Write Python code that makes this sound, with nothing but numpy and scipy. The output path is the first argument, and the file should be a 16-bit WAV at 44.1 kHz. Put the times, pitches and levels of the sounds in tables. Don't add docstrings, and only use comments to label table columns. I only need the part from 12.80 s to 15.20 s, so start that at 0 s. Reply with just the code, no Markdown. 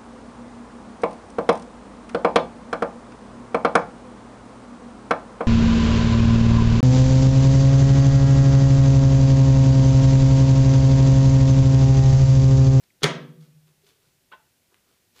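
import sys
import numpy as np
from scipy import signal
from scipy.fft import rfft, irfft
from scipy.io import wavfile
from scipy.ndimage import uniform_filter1d

SR = 44100
rng = np.random.default_rng(int(sys.argv[2]) if len(sys.argv) > 2 else 0)


def pcm_store(signal):
    levels = np.round(np.clip(np.atleast_2d(signal), -1, 1) * 32767)
    wavfile.write(sys.argv[1], SR, levels.astype(np.int16).T)


N = 105840
T = np.arange(N) / SR

# (frequency [Hz], level [dB])
FLOOR_SPECTRUM = [(15, -45.5), (25, -12.5), (112, -2.5), (186, -5), (224, -6.5), (354, -8.5), (383, -5),
                  (438, -20), (475, -9.5), (1280, -19), (1390, -15.5), (2430, -14.5), (15000, -18.5)]
FLOOR_DB = -66.5

# (crest time [s], rise [s], fall [s], hiss level [dB], hollow rub level [dB])
SLIDES = [(0.038, 0.013, 0.012, -70, -73), (.63, 0.023, 0.029, -64, -69), (.88, 0.017, .03, -71, -72.5),
          (1.091, 0.048, 0.024, -61.5, -72), (1.251, .06, .05, -72.5, -75.5),
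          (1.925, 0.028, 0.028, -84.5, -70.5), (2.1, .05, 0.052, -73, -72),
          (2.392, 0.041, 0.026, -57.5, -64.5)]
# (frequency [Hz], level [dB])
HISS_SPECTRUM = [(300, -10), (1000, -5.5), (2000, -3), (4000, -0.5), (8000, -9), (15000, -13.5)]
# (frequency [Hz], level [dB])
RUB_SPECTRUM = [(100, -22.5), (250, -7), (400, 7), (650, -7.5), (1400, -1), (3000, -40), (8000, -22)]
# (time [s], frequency [Hz], level [dB])
BUMPS = [(1.044, 404, -60), (1.118, 438, -64), (1.282, 141.4, -61.5)]
BUMP_HALF_S = .01

# (time [s], level [dB])
TICKS = [(0.0346, -58), (1.9435, -51)]
# (frequency [Hz], level [dB])
TICK_SPECTRUM = [(200, -17), (800, -4), (1300, 1), (2500, -1.5), (4000, -8.5), (10000, -21)]
TICK_T60_S = 0.011

# (time [s], length [s], start pitch [Hz], end pitch [Hz])
CHIRP = (.101, .009, 2800, 1650)

# (time [s], relative level [dB], brightness [dB per octave])
CONTACTS = [(0.209, -44, -1), (0.2156, -42.5, -2.5), (0.22, -22.5, -6.5), (.2226, -31, -4),
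            (0.2265, -19.5, -2), (0.2315, -7, 2.5), (0.2333, -0.5, 3), (0.2369, -10.5, 3), (0.2407, 3, 0.5),
            (0.2438, -1, -5), (0.245, -10.5, -5.5), (.2502, -12, -0.5), (0.2641, -13.5, -5)]
PIVOT_HZ = 2500
# (frequency [Hz], level [dB])
CRACK_SPECTRUM = [(150, -27), (250, -7.5), (488, -4), (844, -14), (1820, -3.5), (2130, -5.5), (2610, -19),
                  (3210, -1.5), (4760, -9.5), (6370, -12.5), (7560, -20), (9610, -26.5), (15000, -40.5)]
CRACK_DB, CRACK_T60_S, CRACK_RISE_S = -9.5, 0.017, 0.00044
# (frequency [Hz], level [dB])
CLANG_SPECTRUM = [(40, -18.5), (80, -26), (150, -9.5), (250, -2), (330, -3), (400, 2), (620, -0.5),
                  (760, -4.5), (1350, 0.5), (1650, -2.5), (2150, -2), (2700, -7.5), (3200, -2.5),
                  (4500, -13), (6700, -12.5), (7500, -21), (8500, -17.5), (11000, -27.5), (15000, -34)]
# (frequency [Hz], T60 [s])
CLANG_T60 = [(60, .3), (150, .7), (400, .56), (700, .45), (1500, .42), (3300, .39), (5000, .36),
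             (8000, 0.25), (14000, 0.091)]
CLANG_DB, CLANG_RISE_S = -28, .004

BLOW_S, BLOW_RISE_S = .2338, 0.014
# (frequency [Hz], level [dB], T60 [s])
CABINET_MODES = [(55, -40.5, .12), (138.8, -35.5, 1), (161, -37, 1), (175.7, -29.5, 0.66),
                 (233.7, -31, .62), (246, -10, 0.052), (286.4, -37.5, 0.79), (373.4, -31.5, .62),
                 (412, -8, 0.074), (484.5, -38, 0.76), (538.8, -34, 0.32)]
CABINET_LOW_CUT_HZ, CABINET_ROOM_DB = 66, -17
# (frequency [Hz], level [dB], T60 [s])
PANEL_MODES = [(1153, -42, 0.55), (1337, -33, .33), (1456, -33.5, 0.1), (1814, -37.5, 0.19),
               (2020, -40, 0.24), (2102, -28, .26), (2290, -25, 0.15), (2445, -40.5, .3), (3185, -41, 0.15),
               (3300, -35.5, .3), (3750, -38.5, .27), (4520, -40, 0.17)]
THUD_S, THUD_HALF_S, THUD_HZ, THUD_DB = .254, .016, 152.3, -17
BOOM_HZ, BOOM_DB, BOOM_T60_S = 153.5, -28, 1.18
# (time [s], level [dB])
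THROB = [(.285, -8), (.32, -3.5), (0.387, -19), (0.413, 3.5), (.46, -20), (.54, -0.5), (.572, -38),
         (.615, 7), (0.654, -25), (.69, 4.5), (.725, -16), (0.766, 5), (.86, 2), (.96, -2.5)]

# (time [s], pitch [Hz], relative level [dB])
SQUEAK = [(1.5147, 1110, -68), (1.518, 1141, -45), (1.522, 1352, -46.5), (1.526, 1603, -39.5),
          (1.530, 1476, -54.5), (1.533, 1084, -44.5), (1.536, 849, -44.5), (1.545, 887, -48),
          (1.55, 748, -58), (1.56, 580, -63)]
SQUEAK_OVERTONE_DB = -10
SQUEAK_JITTER = 0.0699
SQUEAK_GRIT = 0.46
# (frequency [Hz], level [dB])
SQUEAK_COLOUR = [(100, -8), (400, 11), (900, -2.5), (3600, 3.5), (4300, -7.5), (9000, -36)]
# (frequency [Hz], relative level [dB], T60 [s])
TABLE_MODES = [(830, -3, .05), (1042, 2.5, 0.093), (1500, 4, 0.067), (3240, 2, .04)]
SQUEAK_BODY_DB, SQUEAK_ROOM_DB = -50, -12
TABLE_RING_S, TABLE_RING_DB, TABLE_RING_RISE_S = 1.526, -38, .01
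# (delay [s], level [dB])
ECHOES = [(.0052, -13), (0.0108, -8.5), (0.0182, -31), (.026, -17)]

EDGE_HZ = 15300


def amp(db):
    return 10 ** (np.asarray(db) / 20)


def unit(x):
    return x / np.sqrt(np.mean(x ** 2) + 1e-20)


def read(points, hz):
    table_hz, value = np.transpose(points)
    return np.interp(np.log(hz + 1), np.log(table_hz + 1), value)


def add(mix, s, sound):
    start = max(round(s * SR), 0)
    part = mix[start:][:len(sound)]
    part += sound[:len(part)]


def colour(x, points, tilt_db=0):
    hz = np.fft.rfftfreq(len(x), 1 / SR)
    octaves = np.log2(np.maximum(hz / PIVOT_HZ, .1))
    gain = amp(read(points, hz) + tilt_db * octaves)
    return irfft(rfft(x) * gain, len(x))


def noise(points):
    return unit(colour(rng.standard_normal(N), points))


def fade(t, t60):
    return np.exp(-np.log(1000) * t / np.maximum(t60, 1e-4))


def swell_in(t, rise_s):
    return 1 - np.exp(-t / rise_s)


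def ring(modes):
    return sum(amp(db) * fade(T, t60) * np.sin(2 * np.pi * hz * T) for hz, db, t60 in modes)


def tail(x):
    hz, t, bands = signal.stft(x, SR, nperseg=512)
    bands = bands * fade(t, read(CLANG_T60, hz)[:, None])
    dying = signal.istft(bands, SR, nperseg=512)[1][:N]
    return dying * swell_in(T, CLANG_RISE_S)


def room(x):
    echo = tail(rng.standard_normal(N))
    return signal.fftconvolve(x, echo / np.linalg.norm(echo))[:N]


def thump(s, hz, db, half_s):
    bell = np.exp(-((T - s) / half_s) ** 2)
    return amp(db) * bell * np.cos(2 * np.pi * hz * (T - s))


def background():
    return amp(FLOOR_DB) * noise(FLOOR_SPECTRUM)


def paper(grain_db=4.0, room_db=-7):
    hiss, rub = noise(HISS_SPECTRUM), noise(RUB_SPECTRUM)
    flutter = unit(uniform_filter1d(rng.standard_normal(N), size=90))
    grain = unit(amp(grain_db * flutter))
    out = sum(thump(s, hz, db, BUMP_HALF_S) for s, hz, db in BUMPS)
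    for s, rise, fall, hiss_db, rub_db in SLIDES:
        swell = np.exp(-((T - s) / np.where(T < s, rise, fall)) ** 2)
        friction = amp(hiss_db) * hiss * grain + amp(rub_db) * rub
        out = out + swell * friction
    return out + amp(room_db) * room(out)


def ticks(room_db=-7):
    out = np.zeros(N)
    for s, db in TICKS:
        snap = noise(TICK_SPECTRUM) * fade(T, TICK_T60_S)
        add(out, s, amp(db) * snap)
    return out + amp(room_db) * room(out)


def chirp(s, length, from_hz, to_hz, db=-58):
    out = np.zeros(N)
    progress = np.arange(0, 1, 1 / (length * SR))
    turns = np.cumsum(from_hz + (to_hz - from_hz) * progress) / SR
    add(out, s, amp(db) * np.sin(np.pi * progress) * np.sin(2 * np.pi * turns))
    return out


def clatter():
    cracks, blows, t = np.zeros(N), np.zeros(N), T[:4096]
    for s, db, tilt_db in CONTACTS:
        signs = rng.choice([-1., 1.], len(t))
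        crack = unit(colour(signs, CRACK_SPECTRUM, tilt_db))
        envelope = fade(t, CRACK_T60_S) * swell_in(t, CRACK_RISE_S)
        add(cracks, s, amp(db) * crack * envelope)
        add(blows, s, amp([db]))
    clang = signal.fftconvolve(blows, tail(noise(CLANG_SPECTRUM)))[:N]
    return amp(CRACK_DB) * cracks + amp(CLANG_DB) * clang


def cabinet():
    body, boom, panels = np.zeros((3, N))
    rise = swell_in(T, BLOW_RISE_S)
    add(body, BLOW_S, ring(CABINET_MODES) * rise)
    add(panels, BLOW_S, ring(PANEL_MODES))
    add(boom, BLOW_S, ring([(BOOM_HZ, BOOM_DB, BOOM_T60_S)]) * rise)
    low_cut = signal.butter(2, CABINET_LOW_CUT_HZ, "highpass", fs=SR, output="sos")
    body = signal.sosfilt(low_cut, body)
    throb_s, throb_db = np.transpose(THROB)
    boom = boom * np.interp(T, throb_s, amp(throb_db))
    thud = thump(THUD_S, THUD_HZ, THUD_DB, THUD_HALF_S)
    return panels + body + amp(CABINET_ROOM_DB) * room(body) + boom + thud


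def squeak():
    s, hz, db = np.transpose(SQUEAK)
    wander, grit = rng.standard_normal((2, N))
    jitter = SQUEAK_JITTER * unit(uniform_filter1d(wander, size=40))
    turns = np.cumsum(np.interp(T, s, hz) * (1 + jitter)) / SR
    slips = sum(amp(SQUEAK_OVERTONE_DB * np.log2(k)) * np.sin(2 * np.pi * k * turns) for k in range(1, 6))
    level = amp(np.interp(T, s, db)) * (T > s[0]) * (T < s[-1])
    drive = colour((slips + SQUEAK_GRIT * grit) * level, SQUEAK_COLOUR)
    table = ring(TABLE_MODES)
    out = drive + amp(SQUEAK_BODY_DB) * signal.fftconvolve(drive, table)[:N]
    add(out, TABLE_RING_S, amp(TABLE_RING_DB) * table * swell_in(T, TABLE_RING_RISE_S))
    for delay, echo_db in ECHOES:
        add(out, delay, amp(echo_db) * drive)
    return out + amp(SQUEAK_ROOM_DB) * room(drive)


def scene():
    light_sounds = background() + paper() + ticks() + chirp(*CHIRP)
    mix = light_sounds + clatter() + cabinet() + squeak()
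    return mix[None]


def record(dry):
    lowpass = signal.firwin(511, EDGE_HZ, window=("kaiser", 9), fs=SR)
    return signal.oaconvolve(dry, lowpass[None], "same")


dry = scene()
out = record(dry)
pcm_store(out)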